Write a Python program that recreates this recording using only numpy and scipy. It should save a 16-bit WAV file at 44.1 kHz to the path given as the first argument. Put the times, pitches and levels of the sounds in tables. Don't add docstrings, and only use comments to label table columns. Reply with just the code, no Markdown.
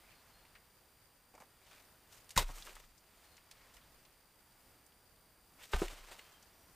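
import sys
import numpy as np
from scipy import signal
from scipy.fft import rfft, irfft, next_fast_len
from scipy.io import wavfile
from scipy.ndimage import uniform_filter1d

SR = 44100
rng = np.random.default_rng(int(sys.argv[2]) if len(sys.argv) > 2 else 0)


def to_linear_factor(level_db):
    exponent = np.asarray(level_db, float) / 20
    return 10 ** exponent


def persist_wave(psi):
    counts = np.round(np.clip(psi, -1, 1) * 32767).astype(np.int16)
    wavfile.write(sys.argv[1], SR, np.atleast_2d(counts).T)


N = 297675
AIR_DB = -66


def svf(x, hz, width):
    g, k = np.tan(np.pi * hz / SR), width / hz
    return signal.lfilter([k * g, 0, -k * g], [1 + g * (g + k), 2 * (g * g - 1), 1 + g * (g - k)], x)


def unit(x):
    return x / np.sqrt(np.mean(x ** 2))


def walk(rate):
    hold = int(SR / rate)
    levels = rng.standard_normal(size=4096)[:N // hold + 1]
    slewed = uniform_filter1d(np.repeat(levels, hold), hold)
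    return 1.3 * uniform_filter1d(slewed, hold)[:N]


def equalise(x, points):
    hz, db = np.transpose(points)
    size = next_fast_len(N)
    bins_hz = np.arange(1, size // 2 + 2) * SR / size
    gain = to_linear_factor(np.interp(np.log(bins_hz), np.log(hz), db))
    return irfft(rfft(x, size) * gain, size)[:N]


def fade(s, t60, rise, size=6000):
    t = np.arange(size) / SR
    return int(s * SR), t, (1 - np.exp(-t / rise)) * np.exp(-np.log(1000) * t / t60)


def add(out, i, x):
    out[i:i + len(x)] += x[:len(out) - i]


def burst(size, hz, octaves, rough_db):
    jumps = np.repeat(rng.standard_normal(size // 32 + 1), 32)[:size]
    spikes = rng.standard_normal(size) * to_linear_factor(rough_db * jumps)
    width = hz * min(2 ** (octaves / 2) - 2 ** (-octaves / 2), 3)
    return unit(svf(svf(spikes, hz, width), hz, width))


def crumble(rows):
    out = np.zeros(N)
    for s, db, hz, t60, octaves in rows:
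        i, t, env = fade(s, t60, 0.00026)
        add(out, i, to_linear_factor(db) * env * burst(len(t), hz, octaves, rough_db=2))
    return out


def touches(rows):
    out = np.zeros(N)
    for s, db, hz, _ in rows:
        touch = svf(signal.unit_impulse(512), hz, hz)
        add(out, int(s * SR), to_linear_factor(db + 4) * touch / np.max(touch))
    return out


# (time [s], peak level [dB], crack level [dB], crack t60 [s], crack centre [Hz],
# contact length [cycles])
STONE_BLOWS = [
    (2.3759, -22.5, -20, 0.029, 5970, 0.99),
    (5.734, -32, -34.5, 0.0624, 1810, 0.31),
    (5.8175, -23.5, -48, 0.072, 2500, 1),
]
# (frequency [Hz], level [dB], t60 [s])
SLAB_MODES = [
    [(955, 1.5, 0.056), (1047, 2.5, 0.05), (2056, -5.5, 0.042), (2540, -8, 0.058), (3400, -8, .05),
     (3800, -2, 0.041), (5170, -8, 0.052), (6500, -10, 0.023), (8150, -4.5, 0.012), (8800, -2, 0.025),
     (13500, -14, 0.0222)],
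    [(419, -1.5, 0.058), (892, 1, 0.041), (1255, 2.5, 0.029), (1528, -1.5, 0.065), (1860, -9, 0.046),
     (2760, -5, .04), (3780, -7, .04)],
    [(392, 1.5, 0.049), (349, -1, 0.065), (446.4, -15.5, 0.092), (730, -28.5, .05), (1760, -28, 0.036)],
]


def blows():
    out = np.zeros(N)
    for (s, db, crack_db, crack_t60, crack_hz, cycles), modes in zip(STONE_BLOWS, SLAB_MODES):
        for k, (hz, mode_db, t60) in enumerate(modes):
            i, t, env = fade(s, t60, cycles / hz)
            sign = (-1) ** (k // 2)
            add(out, i, sign * to_linear_factor(db + mode_db) * env * np.sin(2 * np.pi * hz * t))
        i, t, env = fade(s, crack_t60, 0.00043)
        add(out, i, to_linear_factor(crack_db) * env * burst(len(t), crack_hz, 1.6, rough_db=3.5))
    return out


# (time [s], level [dB], centre [Hz], t60 [s], width [octaves])
CRUSHED_FACES = [(2.36, -44, 4000, .06, 3.8), (2.364, -33, 1470, 0.052, 2.1),
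                 (2.3639, -37.5, 6000, 0.076, 2.1), (2.364, -45, 12500, .06, .6),
                 (2.376, -34, 13500, .015, .5), (2.377, -31, 563, 0.072, 1.1),
                 (2.379, -30, 2560, 0.061, 1.6), (2.382, -42, 7000, 0.083, 1.4),
                 (5.719, -52, 7000, .04, 2.1), (5.729, -45, 2000, 0.074, 2.8),
                 (5.735, -35, 604, 0.067, 1.7), (5.735, -49, 6500, 0.089, 2.3), (5.81, -49, 6500, .12, 2.1),
                 (5.817, -40.5, 1290, 0.066, 1), (5.822, -37, 524, 0.09, 0.94),
                 (5.824, -50.5, 7560, 0.1, 0.9), (5.825, -47.5, 3020, .08, 0.86)]


def crush():
    return crumble(CRUSHED_FACES)


# (time [s], frequency [Hz], level [dB], t60 [s])
SOIL_THUMPS = [(1.342, 334, -59, 0.067), (1.405, 212, -56.5, 0.05), (2.3754, 168, -26.5, 0.027),
               (2.388, 58, -40, 0.24), (2.408, 148, -40, 0.066), (2.495, 131.5, -47.5, .08),
               (2.497, 276, -50.5, .06), (2.6, 126, -57, 0.078), (5.742, 59, -28.5, 0.21),
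               (5.744, 162, -34.5, .06), (5.818, 180, -29, 0.041), (5.924, 100, -50, 0.054),
               (5.925, 285, -48, 0.0395)]
# (time [s], frequency [Hz], level [dB], t60 [s])
SOIL_SQUEEZES = [
    (2.3659, 125.3, -24.5, 0.042),
    (2.385, 100.7, -33.5, 0.1),
]
# (time [s], level [dB])
SOIL_SWINGS = [
    (2.369, -28),
    (2.439, -36),
    (2.539, -51),
    (2.675, -55),
    (2.742, -53.5),
    (2.845, -59.5),
    (5.739, -27.5),
    (5.843, -39.5),
    (6.005, -52),
    (6.095, -56),
]


def ground():
    swing_hz, swing_t60 = 30.4, 0.39
    swings = [(s, swing_hz, db, swing_t60) for s, db in SOIL_SWINGS]
    out = np.zeros(N)
    for sign, rows in ((-0.9, SOIL_THUMPS + swings), (0.95, SOIL_SQUEEZES)):
        for s, hz, db, t60 in rows:
            i, t, env = fade(s, t60, 0.00171, size=24000)
            add(out, i, sign * to_linear_factor(db) * env * np.sin(2 * np.pi * hz * t))
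    return out


# (time [s], level [dB], centre [Hz], t60 [s])
CHIP_AND_LITTER_TICKS = [(.451, -63.5, 2300, 0.059), (0.552, -55.5, 1900, 0.085), (2.244, -66, 7000, .04),
                         (2.49, -46.5, 730, 0.0984), (2.577, -56, 1080, 0.088), (2.623, -47.5, 4000, 0.036),
                         (2.672, -50, 1160, 0.073), (2.674, -56, 448, 0.084), (2.694, -55, 2200, 0.036),
                         (2.753, -56.5, 3000, .04), (2.753, -55.5, 8900, .04), (2.766, -50.5, 1170, .043),
                         (2.839, -62, 1560, .04), (2.979, -62.5, 6500, .06), (3.378, -56, 2200, 0.041),
                         (3.767, -58, 1980, 0.076), (4.052, -59, 3550, .034), (4.864, -59, 8450, .03),
                         (4.922, -61.5, 2200, 0.022), (5.79, -56, 8000, .026), (5.882, -43.5, 2620, 0.026),
                         (5.883, -49.5, 7500, .02), (6.192, -46, 2060, 0.0304), (6.192, -63, 7000, 0.019),
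                         (6.425, -59.5, 6000, 0.055)]


def chips():
    return crumble([(*row, 1.2) for row in CHIP_AND_LITTER_TICKS]) + touches(CHIP_AND_LITTER_TICKS)


# (time [s], level [dB], centre [Hz], t60 [s])
LITTER_SNAPS = [(2.292, -49.5, 5460, .033), (2.306, -47.5, 5260, .072), (3.368, -58, 4000, .05),
                (3.512, -50.5, 3980, 0.051), (3.739, -61, 6000, 0.128), (3.768, -58, 5000, .04),
                (5.92, -51, 597, 0.056), (6.0, -60, 2020, 0.043), (6.114, -56.5, 1600, 0.087),
                (6.3, -67, 1500, 0.049), (6.69, -66.5, 120, .15)]


def snaps():
    return crumble([(*row, 3) for row in LITTER_SNAPS]) + touches(LITTER_SNAPS)


# (time [s], level [dB], centre [Hz], gritty edge over level [dB])
STONE_ROCKING = [
    (1.34, -56, 580, -14),
    (1.35, -54.5, 610, -6),
    (1.378, -55.5, 800, -14),
    (1.402, -54.5, 890, -5),
    (1.411, -59, 1100, -5),
    (1.42, -53, 690, -14),
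    (1.432, -61, 1000, -9),
]
# (centre [Hz], width [octaves], level [dB])
ROCKING_EDGE = [(2200, 0.42, -3), (6800, 1.8, -1)]


def rocking():
    rows = []
    for s, db, hz, edge_db in STONE_ROCKING:
        rows.append((s, db, hz, 0.063, 1.66))
        for band_hz, octaves, band_db in ROCKING_EDGE:
            rows.append((s, db + edge_db + band_db, band_hz, 0.052, octaves))
    return crumble(rows)


# (peak time [s], peak level [dB], rise over 20 dB [s],
# fall over 20 dB [s], fineness [dB]); a negative rise starts late, a negative fall ends early
LOOSE_GRIT = [(2.39, -34, 0.0017, 0.0469, -1), (2.49, -62.5, 0.06, 0.15, 5), (2.58, -61.5, 0.1, 0.28, 7),
              (2.69, -58.5, 0.06, 0.09, -5), (2.76, -62, .02, .2, 0), (3.512, -58.5, -0.0075, .04, 2),
              (5.731, -53, 0.03, 0.06, -1), (5.744, -42, 0.0046, 0.0476, -7),
              (5.806, -49, 0.0935, 0.06, -1), (5.836, -54, 0.02, 0.14, -2), (5.92, -57, 0.1, .25, -1.5),
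              (6.119, -57, 0.09, 0.18, -1.5), (6.199, -61.5, -0.04, 0.22, -4), (6.3, -70.5, 0.4, 0.4, -2)]
LITTER_SHUFFLES = [(.05, -68.5, -1, 0.38, -1), (1.1, -77, -0.1, 0.4, 9), (1.73, -64.5, 0.18, 0.16, -1.5),
                   (2.15, -65, .07, 0.09, 5), (3.25, -72.5, 0.35, .3, 0), (3.364, -68.5, -0.05, 0.4, 0),
                   (3.58, -71.5, 0.1, 0.37, -3.5), (4.444, -70, 0.14, -0.07, 0),
                   (4.77, -71.5, -0.16, .18, -5), (4.9, -73, -0.06, 0.3, -1.5), (5.6, -64, 0.04, -0.3, 7.5),
                   (5.642, -62.5, 0.07, 0.09, 5.5)]
# (centre [Hz], width [Hz])
GRAIN_BANDS = [(2350, 4760), (743, 1540), (6970, 11500), (12800, 6500)]
GRAIN_BAND_DB = [0, -3, -3, -12.5]
GRAIN_FINE_SLOPE = [0.16, -0.71, 0.95, 0.97]


def grit():
    hits = rng.random(N) < 700 / SR
    sizes = to_linear_factor(np.minimum(4.5 * rng.exponential(size=N), 12))
    grains = unit(hits * sizes * rng.choice([-1, 1], N))
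    clumps = to_linear_factor(2.1 * walk(120))
    bands = []
    for hz, width in GRAIN_BANDS:
        flicker = to_linear_factor(0.715 * walk(60))
        rub = 0.96 * grains + rng.standard_normal(N)
        bands.append(clumps * flicker * unit(svf(svf(rub, hz, width), hz, width)))

    power, t = np.zeros((len(bands), N)), np.arange(N) / SR
    for rows, bend in ((LOOSE_GRIT, 1.01), (LITTER_SHUFFLES, 1.5)):
        for s, db, rise, fall, fine_db in rows:
            on = slice(max(int((s - 2 * rise) * SR), 0), int((s + 2 * fall) * SR))
            distance = np.maximum((s - t[on]) / rise, (t[on] - s) / fall)
            slide = to_linear_factor(db - 20 * distance ** bend)
            band_gain = to_linear_factor(np.array(GRAIN_BAND_DB) + fine_db * np.array(GRAIN_FINE_SLOPE))
            power[:, on] += np.outer(band_gain, slide) ** 2
    return np.sum(np.sqrt(power) * bands, axis=0)


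# (time [s], length [s], start [Hz], end [Hz], width [Hz], level [dB])
PALM_SLIPS = [
    (5.575, 0.1, 1400, 4000, 570, -56),
    (.01, .21, 2150, 2800, 170, -66),
    (1.7, 0.06, 1400, 1800, 360, -75),
    (1.7, 0.137, 2250, 2000, 390, -67),
    (3.8, .06, 2900, 3700, 200, -70),
]


def slips():
    out, t = np.zeros(N), np.arange(6000) / SR
    for s, length, start_hz, end_hz, width, db in PALM_SLIPS:
        share = np.clip(t / length, 0, 1)
        hz = start_hz * (end_hz / start_hz) ** share
        glide = np.sin(2 * np.pi * np.cumsum(hz) / SR)
        rub = unit(svf(rng.standard_normal(len(t)), width / 2, width))
        add(out, int(s * SR), to_linear_factor(db) * np.sin(np.pi * share) * rub * glide)
    return out


def shelter(x):
    _, t, env = fade(0, 0.17, 0.0034, size=16000)
    tail = env * svf(rng.standard_normal(len(t)), 1730, 4300)
    tail /= np.sqrt(np.sum(tail ** 2))
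    return x + to_linear_factor(-20) * signal.fftconvolve(x, tail)[:N]


# (time [s], length [s], frequency [Hz], level [dB])
BIRD_NOTES = [
    (.1, .13, 4300, -80),
    (0.269, 0.23, 4280, -80),
    (3.238, 0.14, 4280, -78),
    (3.52, 0.13, 2220, -79),
    (6.183, 0.066, 4380, -73),
    (6.2, 0.21, 3170, -78),
    (6.48, .27, 5760, -81),
]


def birds():
    out, waver, flutter = np.zeros(N), walk(39), to_linear_factor(2.7 * walk(50))
    for s, length, hz, db in BIRD_NOTES:
        share = np.arange(int(length * SR)) / (length * SR)
        swell = np.sqrt(2 * np.sin(np.pi * share))
        phase = 2 * np.pi * np.cumsum(hz * (1 + 0.004 * waver[:len(share)])) / SR
        add(out, int(s * SR), to_linear_factor(db) * swell * np.sin(phase))
    return out * flutter


# (frequency [Hz], level per Hz [dB])
AIR_COLOUR = [(12, -30.5), (20, 0.5), (62, -2), (304, -9), (718, -10), (825, -9.5), (4240, -21),
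              (4740, -18.5), (6250, -22.5), (9480, -18), (12900, -20.5), (14000, -21), (15200, -15.5)]
# (time [s], level [dB])
LEAF_BREEZE = [(0.0, -65), (1.02, -71.5), (2.37, -69.5), (2.56, -57), (2.82, -73.5), (3.59, -67),
               (4.38, -72), (5.55, -73.5), (5.9, -59.5), (6.75, -72)]


def air():
    s, db = np.transpose(LEAF_BREEZE)
    breeze_db = np.interp(np.arange(N) / SR, s, db)
    leaves = unit(svf(rng.standard_normal(N), 1230, 1880)) * to_linear_factor(breeze_db - 4.5 + walk(5.2))
    rumble = unit(svf(rng.standard_normal(N), 45, 38)) * to_linear_factor(-78.5 + 2 * walk(4.57))
    hiss = unit(equalise(rng.standard_normal(N), AIR_COLOUR)) * to_linear_factor(AIR_DB - 0.5 + 1.28 * walk(7.1))
    return hiss + leaves + rumble


WHINE_LEVELS = [-81, -80.5, -79]


def whine():
    tone_hz, frame_hz = 4740, 60 / 1.001
    phase = 2 * np.pi * np.cumsum(tone_hz * (1 + 0.009 * walk(400))) / SR
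    frame = (np.arange(N) / SR * frame_hz - 0.6) % 1
    gate = np.clip((frame - 0.17) / 0.27, 0, 1)
    return gate * sum(to_linear_factor(db + 4.5) * np.sin((k + 1) * phase) for k, db in enumerate(WHINE_LEVELS))


# (frequency [Hz], level [dB])
SIDE_COLOUR = [(60, -23), (110, -17.5), (200, -13), (380, -10.5), (700, -14), (1290, -18), (2380, -10),
               (4400, -6.5), (8120, -2), (15000, -5.5)]


def scene():
    small_contacts = shelter(crush() + rocking() + chips() + snaps())
    soft = small_contacts + ground() + grit() + slips() + air() + whine() + birds()
    top_edge = signal.ellip(8, 0.2, 60, 15150, fs=SR, output="sos")
    mid = signal.sosfilt(top_edge, soft) + shelter(blows())

    loud = uniform_filter1d(mid ** 2, size=2048) / to_linear_factor(2 * AIR_DB)
    wobble = walk(200)
    wobble = wobble - uniform_filter1d(wobble, size=1500)
    side = equalise(mid * wobble * (1 + loud) ** -0.3, SIDE_COLOUR)
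    return np.array([mid + side, mid - side])


def roll_off(x):
    return signal.sosfilt(signal.butter(12, 16290, fs=SR, output="sos"), x)


def record(dry):
    mix = dry - 0.41 * svf(dry, 10430, 1360)
    return roll_off(mix)


dry = scene()
out = record(dry)
persist_wave(out)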